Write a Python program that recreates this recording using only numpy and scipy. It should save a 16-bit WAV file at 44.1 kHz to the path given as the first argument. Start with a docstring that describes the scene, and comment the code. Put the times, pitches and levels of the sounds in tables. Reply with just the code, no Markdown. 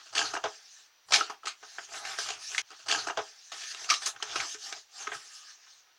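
"""A furnished room, where a sheet of paper is bent, turned and unfolded by hand close to a small microphone.
Fingers slide over it as a bright filtered hiss, and the flexing sheet adds a duller rustle and pushed air.
Panels ring as they pop over, the taut sheet hums, and creases snap into short bursts of crackle.
A hard edit chops off the sound and its echoes; shortly after, the opening moves are heard once more.
A second hard edit ends this repeat and leads to the last moves."""
import sys
import numpy as np
from scipy import signal
from scipy.io import wavfile
from scipy.ndimage import uniform_filter1d

SR = 44100
rng = np.random.default_rng(int(sys.argv[2]) if len(sys.argv) > 2 else 0)


def how_loud(loudness_db):
    """Turn decibels into a plain amplitude multiplier (0 dB gives 1, 20 dB gives 10)."""
    steps = np.asarray(loudness_db, float) / 20
    return 10 ** steps


def dump_mix(stems):
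    """Bounce the given channels to the path in sys.argv[1] as a 16-bit WAV at rate SR."""
    frames = np.atleast_2d(stems).T  # one column per channel
    limited = np.clip(frames, -1, 1)  # hard clip at full scale
    pcm = np.round(limited * 32767).astype(np.int16)
    wavfile.write(sys.argv[1], SR, pcm)


N = 264114  # length in samples, about 6 s


def evened(x):
    """Scales to rms 1."""
    return x / np.sqrt(np.mean(x ** 2) + 1e-20)


def read(points, hz):
    """Reads a table on a log-frequency axis."""
    f, value = np.transpose(points)
    return np.interp(np.log(hz + 1), np.log(f + 1), value)


def coloured(x, spectrum):
    """Causal filter with the given spectral shape; white noise keeps its power."""
    gain_db = read(spectrum, abs(np.fft.fftfreq(8192, 1 / SR)))
    log_gain = gain_db * np.log(10) / 20
    # minimum phase: the filter answers as early as its spectrum allows
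    response = np.exp(np.conj(signal.hilbert(log_gain)))
    taps = np.fft.ifft(response).real[:4096]
    return signal.oaconvolve(x, taps / np.linalg.norm(taps))[:N]


def grit(spread_db, clump_db, size):
    """Noise whose samples differ widely in strength and come in clumps (size in samples)."""
    clumps = evened(uniform_filter1d(rng.standard_normal(N), size))
    strength = np.minimum(rng.exponential(1, N), 4.5)
    return evened(rng.standard_normal(N) * how_loud(spread_db * strength + clump_db * clumps))


def patchy(x, patchy_db):
    """Colour drifts in patches as other parts of the sheet are touched."""
    z = signal.stft(x, nperseg=256)[2]
    patches = rng.standard_normal(z.shape[::-1]).T
    patches = uniform_filter1d(patches, size=5, axis=0)  # smooth over frequency
    patches = evened(uniform_filter1d(patches, size=14, axis=1))  # smooth over time
    return signal.istft(z * how_loud(patchy_db * patches), nperseg=256)[1][:N]


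# moments of the two hard edits: (first [s], second [s])
EDITS = (2.618, 3.518)
EDGE_DB, ROUND = -11.5, 1.75  # loss one rise or fall time from the peak; 1 = pointed top, 2 = dome


def moves(table, stretch):
    """Each move swells and sinks, its fall time times stretch; gives gains of the move and its companion."""
    t, power = np.arange(0, N + 64, 64) / SR, 0
    for s, db, rise, fall, with_db in table:
        away = np.where(t < s, (s - t) / rise, (t - s) / (fall * stretch))
        swell = how_loud(db + EDGE_DB * np.minimum(away, 8) ** ROUND)
        swell = swell * ((s > EDITS[0]) | (t < EDITS[0]))  # the first edit silences earlier moves
        both = swell * how_loud(np.array([[0], [with_db]]))
        power = power + both ** 2  # powers add
    return [np.interp(np.arange(N) / SR, t, np.sqrt(p)) for p in power]


# colour of the microphone hiss: (frequency [Hz], relative level [dB])
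HISS_COLOUR = [(30, -22), (110, -20.5), (190, -29), (300, -18), (700, -9.5), (1500, -6), (4600, -7),
               (6300, -9.5), (7600, -22), (9000, -24.5), (13500, -28), (14300, -18.5), (15800, -16.5)]
HISS_DB, WHINE_DB = -65.5, -74  # rms levels of the hiss and of the faint fuzzy whistle in it
WHINE_HZ, WHINE_WIDTH_HZ = 5830, 140


def hiss():
    """Steady microphone hiss is coloured noise, with a narrow noise band as a faint whistle."""
    edges = [WHINE_HZ - WHINE_WIDTH_HZ / 2, WHINE_HZ + WHINE_WIDTH_HZ / 2]
    band = signal.butter(2, edges, "band", fs=SR, output="sos")
    whistle = evened(signal.sosfilt(band, rng.standard_normal(N)))
    return how_loud(HISS_DB) * coloured(rng.standard_normal(N), HISS_COLOUR) + how_loud(WHINE_DB) * whistle


# how long echoes take to fall by 60 dB: (frequency [Hz], time [s])
ECHO_TIME = [(200, 0.2), (1000, 0.19), (4000, 0.12), (10000, 0.16)]


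def room(x):
    """Echoes are sparse taps of random sign, each frequency band dying at its own speed."""
    taps = np.zeros(SR // 2)
    at = np.arange(140, len(taps) - 20, 20)
    taps[at + rng.integers(0, 20, len(at))] = rng.choice([-1., 1.], len(at))
    hz, t, z = signal.stft(taps, SR, nperseg=256)
    decay = how_loud(-60 * t / read(ECHO_TIME, hz)[:, None])
    tail = signal.istft(z * decay, SR, nperseg=256)[1]
    return [signal.oaconvolve(part, tail / np.linalg.norm(tail))[:N] for part in x]


# the sheet bending: (peak time [s], relative level [dB], rise time [s], fall time before stretch [s],
# pushed air against the level [dB])
BENDS_OF_SHEET = [(0.0, -46.5, .02, 0.034, -41), (.14, -61, 0.029, .06, -12), (.25, -41, 0.088, 0.11, -22),
                  (.35, -51, .03, 0.026, -14), (.46, -49, 0.037, 0.036, -12),
                  (.55, -57.5, 0.055, 0.16, -43), (.79, -64.5, 0.088, .2, -35),
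                  (1.15, -61, 0.057, 0.084, -0.5), (1.34, -52, 0.0867, 0.026, -30),
                  (1.436, -62, .05, .035, -31), (1.62, -56.5, 0.029, 0.21, -31),
                  (1.794, -45, 0.04, 0.061, -35), (1.97, -40, 0.089, 0.051, -33),
                  (2.076, -39, 0.059, 0.11, -32), (2.22, -41.5, 0.079, 0.17, -33),
                  (2.34, -45, 0.15, 0.099, -26.5), (2.578, -41.5, 0.088, 0.03, -28),
                  (2.63, -56, .02, 0.024, -28), (2.71, -48.5, .03, .06, -45),
                  (3.52, -35.5, 0.025, 0.07, -44), (3.72, -51, 0.03, .03, -53),
                  (3.85, -44.5, 0.091, .06, -33), (3.97, -43, .08, 0.042, -37),
                  (4.07, -38.5, 0.063, 0.062, -39), (4.167, -49, 0.032, 0.012, -23),
                  (4.32, -40.5, 0.11, 0.08, -29.5), (4.41, -31, .06, 0.046, -27),
                  (4.556, -53, 0.0066, 0.047, -30), (4.68, -48.5, 0.048, 0.055, -34),
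                  (4.77, -44, 0.11, 0.028, -35), (5.0, -64, .06, 0.12, -54), (5.09, -42, 0.093, 0.087, -36),
                  (5.16, -48.5, 0.048, .04, -17), (5.24, -51.5, 0.14, 0.048, -40),
                  (5.35, -61.5, 0.063, 0.3, -43), (5.7, -61.5, 0.17, 0.13, -43),
                  (5.9, -64.5, 0.12, 0.12, -43.5)]
# colour of the air moved by the whole sheet: (frequency [Hz], relative level [dB])
AIR_COLOUR = [(20, -17), (60, -11), (115, -4), (170, -10), (230, -33), (500, -63)]


def pushed_air():
    """The bending sheet fans the air: low noise swells with each bend."""
    push = moves(BENDS_OF_SHEET, stretch=0.7)[1]
    return coloured(push * rng.standard_normal(N), AIR_COLOUR)


# colour of wide panels flexing, also used for dull crackle: (frequency [Hz], relative level [dB])
DULL_COLOUR = [(100, -52.5), (400, -5.5), (800, 6), (1400, 0), (2200, -4), (3500, -9.5), (8000, -50)]


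def flexing():
    """Wide panels flex with a dull, clumpy rustle that follows each bend."""
    flex = moves(BENDS_OF_SHEET, stretch=0.86)[0]
    panels = grit(spread_db=4.0, clump_db=2.5, size=500)
    return coloured(flex * panels, DULL_COLOUR)


# fingers sliding: (peak time [s], relative level [dB], rise time [s], fall time [s],
# sheen above 8 kHz against the level [dB])
FINGER_SLIDES = [(.07, -52.5, 0.18, 0.07, -17.5), (.27, -45, 0.13, .12, -10), (.5, -50, 0.096, 0.17, -15.5),
                 (.8, -53.5, 0.36, 0.078, -14), (1.17, -48.5, 0.061, 0.048, 4), (1.27, -62, .06, 0.11, -28),
                 (1.47, -61, 0.052, 0.081, -17.5), (1.73, -49.5, 0.13, 0.13, -12.5),
                 (1.844, -45.5, 0.046, 0.023, -14), (1.97, -41, 0.068, 0.064, -9),
                 (2.08, -39, 0.051, 0.14, -11.5), (2.195, -34.5, 0.016, 0.11, -11.5),
                 (2.45, -42, 0.067, 0.23, -10), (2.58, -41, 0.12, .1, -10.5),
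                 (2.69, -56.5, 0.042, .05, -16), (3.52, -42, .01, 0.25, -14), (3.72, -43, 0.19, 0.018, -10),
                 (3.85, -42.5, 0.095, .03, -11.5), (3.9, -30, 0.014, 0.084, -17.5),
                 (4.035, -38, .03, 0.034, -11.5), (4.064, -28.5, 0.0077, 0.039, -7),
                 (4.32, -41.5, 0.093, 0.089, -17.5), (4.42, -40.5, 0.098, 0.1, -14.5),
                 (4.53, -40, 0.22, 0.032, -11.5), (4.66, -40, 0.068, .07, -13),
                 (4.75, -48.5, .05, 0.081, -14), (5.0, -43, 0.068, 0.11, -14), (5.146, -46, .03, 0.037, -7),
                 (5.26, -51, 0.19, 0.026, -9), (5.35, -48, 0.1, 0.095, -10), (5.5, -48, 0.091, 0.063, -19),
                 (5.71, -55.5, 0.15, .12, -25.5)]
# colour of skin on paper: (frequency [Hz], relative level [dB])
SKIN_COLOUR = [(200, -31.5), (1280, -18.5), (1740, 0), (2000, -14), (2900, -4), (3600, -4.5), (6470, 1),
               (7400, -17), (8500, -15), (13000, -54)]
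# colour of fingertips brushing fibres: (frequency [Hz], relative level [dB])
SHEEN_COLOUR = [(6000, -31.5), (7600, 5), (8300, -7.5), (9000, -1.5), (11000, -11), (13500, -25),
                (15500, -27.5)]


def sliding():
    """Fingers rub along the sheet: one gritty noise drives both the hiss and its finer sheen."""
    slide, sheen = moves(FINGER_SLIDES, stretch=1)
    skin = grit(spread_db=1.5, clump_db=0.0, size=300)
    return coloured(slide * skin, SKIN_COLOUR) + coloured(sheen * skin, SHEEN_COLOUR)


# the taut sheet humming: (peak time [s], relative level [dB], rise time [s], fall time before stretch [s],
# upper band against the level [dB])
TAUT_HUMS = [(.47, -53, 0.015, 0.045, -14), (1.31, -40, 0.024, 0.045, -8), (2.08, -45, 0.1, 0.094, -10.5),
             (3.92, -41.5, 0.016, 0.025, 18), (4.42, -58, 0.084, 0.073, 15), (4.69, -48.5, 0.068, 0.06, -7),
             (4.99, -53, 0.074, 0.24, -7.5), (5.4, -72, 0.18, 0.23, 11.5)]
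HUM_HZ, HUM_UPPER_HZ, HUM_WIDTH_HZ = 780, 1202, 46


def hums():
    """Rubbing noise is heard through two narrow resonances of the taut sheet."""
    out = 0
    for hz, gain in zip((HUM_HZ, HUM_UPPER_HZ), moves(TAUT_HUMS, stretch=0.79)):
        edges = [hz - HUM_WIDTH_HZ / 2, hz + HUM_WIDTH_HZ / 2]
        band = signal.butter(1, edges, "band", fs=SR, output="sos")
        out = out + gain * evened(signal.sosfilt(band, rng.standard_normal(N)))
    return out


# panels popping over: (time [s], relative snap level [dB], ring frequency [Hz])
PANEL_POPS = [(.151, -21, 1600), (.165, -10, 1740), (.179, -11, 1650), (.192, -8.5, 1670), (.216, -7, 1620),
              (.353, -12.5, 1610), (.366, -18, 1670), (.441, -28, 426), (.454, -8, 727), (1.122, -14, 4200),
              (1.142, 5, 4080), (1.152, -1.5, 810), (1.169, -8, 4170), (1.21, 0.5, 1334), (1.3, -35, 850),
              (1.433, -24, 1310), (1.471, -7.5, 1240), (1.784, -17, 1710), (2.051, -17, 780),
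              (2.187, -11, 1594), (2.189, -19, 5600), (2.26, -19, 1200), (2.288, -15, 4400),
              (2.303, -19, 3050), (2.318, -15, 2770), (2.548, -21, 1560), (2.581, -1.5, 2117),
              (3.89, -12, 1295), (3.908, -16, 780), (4.059, -10, 4350), (4.062, -2.5, 6360),
              (4.067, -14, 1050), (4.202, -21, 1130), (4.225, -9, 3060), (4.227, -27, 434),
              (4.329, -22, 1380), (4.357, -9, 1330), (4.402, -8, 2300), (4.548, -26.5, 430),
              (4.724, -23.5, 770), (5.07, -13.5, 1230), (5.118, -11.5, 1610)]
PANEL_DB = -12  # ring of a panel against its snap level


def pops():
    """Each panel rings for some cycles as it flips, small panels higher and shorter."""
    t = np.arange(SR // 8) / SR
    snaps = np.zeros(N + len(t))
    for s, snap_db, hz in PANEL_POPS:
        ring = np.exp(-t * (60 + hz / 6.2)) * (1 - np.exp(-t * hz * 2.9))
        ring = ring * np.sin(2 * np.pi * hz * t)
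        snaps[round(s * SR):][:len(t)] += how_loud(snap_db + PANEL_DB) * ring
    return snaps[:N]


# creases giving way: (time [s], relative dull crackle level [dB], bright crackle against dull [dB],
# dying time [s])
CREASE_SNAPS = [(.057, -52, 0.5, 0.042), (0.127, -42.5, -1.5, 0.039), (.151, -31.5, 5.5, 0.055),
                (0.163, -31, -6, 0.07), (0.178, -31, 9, 0.013), (0.191, -25, 3.5, 0.0046),
                (.216, -34, 2.5, 0.03), (0.253, -35.5, 3.5, 0.0089), (0.336, -29.5, -2.5, 0.021),
                (0.351, -31, -4, 0.0019), (0.365, -27, -38, 0.012), (.439, -25.5, -9, 0.015),
                (0.453, -29, -45, 0.015), (1.085, -43.5, -4.5, 0.015), (1.107, -33.5, -3.5, 0.023),
                (1.122, -20.5, 3.5, 0.0078), (1.135, -28, 9.5, 0.0088), (1.14, -33.5, 17, 0.016),
                (1.154, -27, 10, 0.016), (1.168, -27, 1, 0.041), (1.212, -24.5, -17, 0.0063),
                (1.298, -30, -9.5, 0.012), (1.433, -44, -8, 0.037), (1.456, -37.5, 6.5, 0.0092),
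                (1.47, -36.5, 7.5, 0.02), (1.628, -41.5, -8, .02), (1.784, -32.5, -13, 0.0095),
                (1.966, -37.5, -11, 0.018), (2.051, -45, 10.5, 0.0078), (2.125, -37.5, -3, 0.018),
                (2.187, -25, -1.5, 0.0075), (2.204, -36.5, 0.5, 0.025), (2.261, -39.5, 1, .021),
                (2.287, -31, 1.5, 0.012), (2.303, -32, 3, 0.0081), (2.317, -44.5, 5, 0.035),
                (2.516, -41, -1, 0.014), (2.547, -41, 7, 0.0047), (2.58, -34, 11, 0.012),
                (2.591, -37, -8, 0.0065), (2.705, -42, -2, 0.0054), (2.715, -45, -1.5, 0.016),
                (3.519, -36, -1.5, 0.0096), (3.604, -47.5, 6, 0.071), (3.635, -50.5, 14, 0.011),
                (3.71, -52, 10.5, 0.046), (3.747, -38.5, 2, 0.0025), (3.843, -39.5, 3, 0.0051),
                (3.891, -52, 18, .0085), (3.9, -28, 10, 0.015), (3.907, -25, 7, 0.0026),
                (3.939, -38, 12.5, 0.0071), (4.019, -45.5, 6.5, 0.013), (4.061, -37, 6.5, 0.0074),
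                (4.068, -44, 4, 0.013), (4.163, -39, -12, 0.0054), (4.203, -45, -11, 0.023),
                (4.226, -25.5, -1.5, 0.0077), (4.329, -39, -7, 0.086), (4.358, -29, 2.5, 0.017),
                (4.403, -33.5, 5.5, 0.0092), (4.446, -32.5, -4.5, 0.016), (4.544, -46, 6.5, 0.0086),
                (4.619, -64, 6, 0.0086), (4.725, -37.5, 4.5, 0.0074), (5.004, -43.5, -4.5, 0.022),
                (5.025, -42.5, 3.5, 0.0065), (5.072, -28.5, -11, 0.0073), (5.119, -26.5, -30, .013),
                (5.144, -40.5, 0, 0.018)]
# colour of fibres cracking: (frequency [Hz], relative level [dB])
BRIGHT_COLOUR = [(700, -53), (1600, 6.5), (2600, 8), (3600, 3), (4500, 3.5), (6400, 0.5), (7500, -9.5),
                 (10000, -19.5), (13500, -39.5), (15500, -78)]
CLICK_DB = 11.5  # the single crack that opens a crease, against its crackle
RISE = .09  # rise time as a share of the dying time
FRONT, FRONT_S = .6, .003  # extra height of the first burst and its dying time (s)


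def creases(early):
    """Each crease clicks and its fibres burst into a dying crackle of dull and bright cracks."""
    t = np.arange(SR // 4) / SR
    dull, bright, dull_click, bright_click = np.zeros((4, N + len(t)))
    for s, dull_db, against_db, dying in CREASE_SNAPS:
        at = slice(round(s * SR), round(s * SR) + len(t))
        bright_db = dull_db + against_db
        fall = np.exp(-t / dying) * (1 - np.exp(-t / (RISE * dying)))  # long tears swell in more gently
        fall *= 1 + FRONT * np.exp(-t / FRONT_S)  # the first fibres break hardest
        fall *= (s > EDITS[0]) | early[at]  # the first edit silences what still crackles
        dull_click[at.start] = how_loud(dull_db + CLICK_DB)
        bright_click[at.start] = how_loud(bright_db + CLICK_DB)
        dull[at] += (how_loud(dull_db) * fall) ** 2  # powers add
        bright[at] += (how_loud(bright_db) * fall) ** 2
    cracks = grit(spread_db=3.2, clump_db=1.8, size=70)  # the same cracks drive both colours
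    crackle = coloured(np.sqrt(dull[:N]) * cracks, DULL_COLOUR)
    crackle = crackle + coloured(np.sqrt(bright[:N]) * cracks, BRIGHT_COLOUR)
    clicks = coloured(dull_click, DULL_COLOUR) + coloured(bright_click, BRIGHT_COLOUR)
    return patchy(crackle, patchy_db=3.5) + clicks


# colour given by the microphone's port and case: (frequency [Hz], relative level [dB])
MICROPHONE_COLOUR = [(60, -30.5), (225, -4), (300, 1), (440, -3.5), (550, -18), (640, -7), (775, -6),
                     (900, -10.5), (1020, -9), (1250, -1), (7000, 2), (12000, -1), (14000, 0.5)]
RUSTLE_DB, ROOM_DB = -3.5, -9.5  # gains of sliding and flexing, and of the echoes
REPLAY_S = 120539 / SR  # when the opening starts again


def scene():
    """Paper in the room; the first edit chops the echoes off, then the opening is heard again."""
    early = np.arange(N) < EDITS[0] * SR
    rustle = patchy(sliding() + flexing(), patchy_db=3.0)
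    paper = how_loud(RUSTLE_DB) * rustle + creases(early) + pops() + hums()
    paper = coloured(paper, MICROPHONE_COLOUR)
    before, after = room([paper, paper * ~early])
    echoes = np.where(early, before, after)
    mix = paper + how_loud(ROOM_DB) * echoes + pushed_air() + hiss()
    start, end = round(REPLAY_S * SR), round(EDITS[1] * SR)
    # the opening fades in over 400 samples and stops hard at the second edit
    blend = np.sin(np.minimum(np.arange(end - start) / 400, 1) * np.pi / 2)
    mix[start:end] = blend * mix[:end - start] + np.sqrt(1 - blend ** 2) * mix[start:end]
    return mix[None]


def band_limit(x):
    """A steep low-pass at the top of the band."""
    return signal.sosfilt(signal.butter(12, 16310, fs=SR, output="sos"), x)


def record(dry):
    """Turns the finished mix into the sound that is written out."""
    return band_limit(dry)


dry = scene()
out = record(dry)
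dump_mix(out)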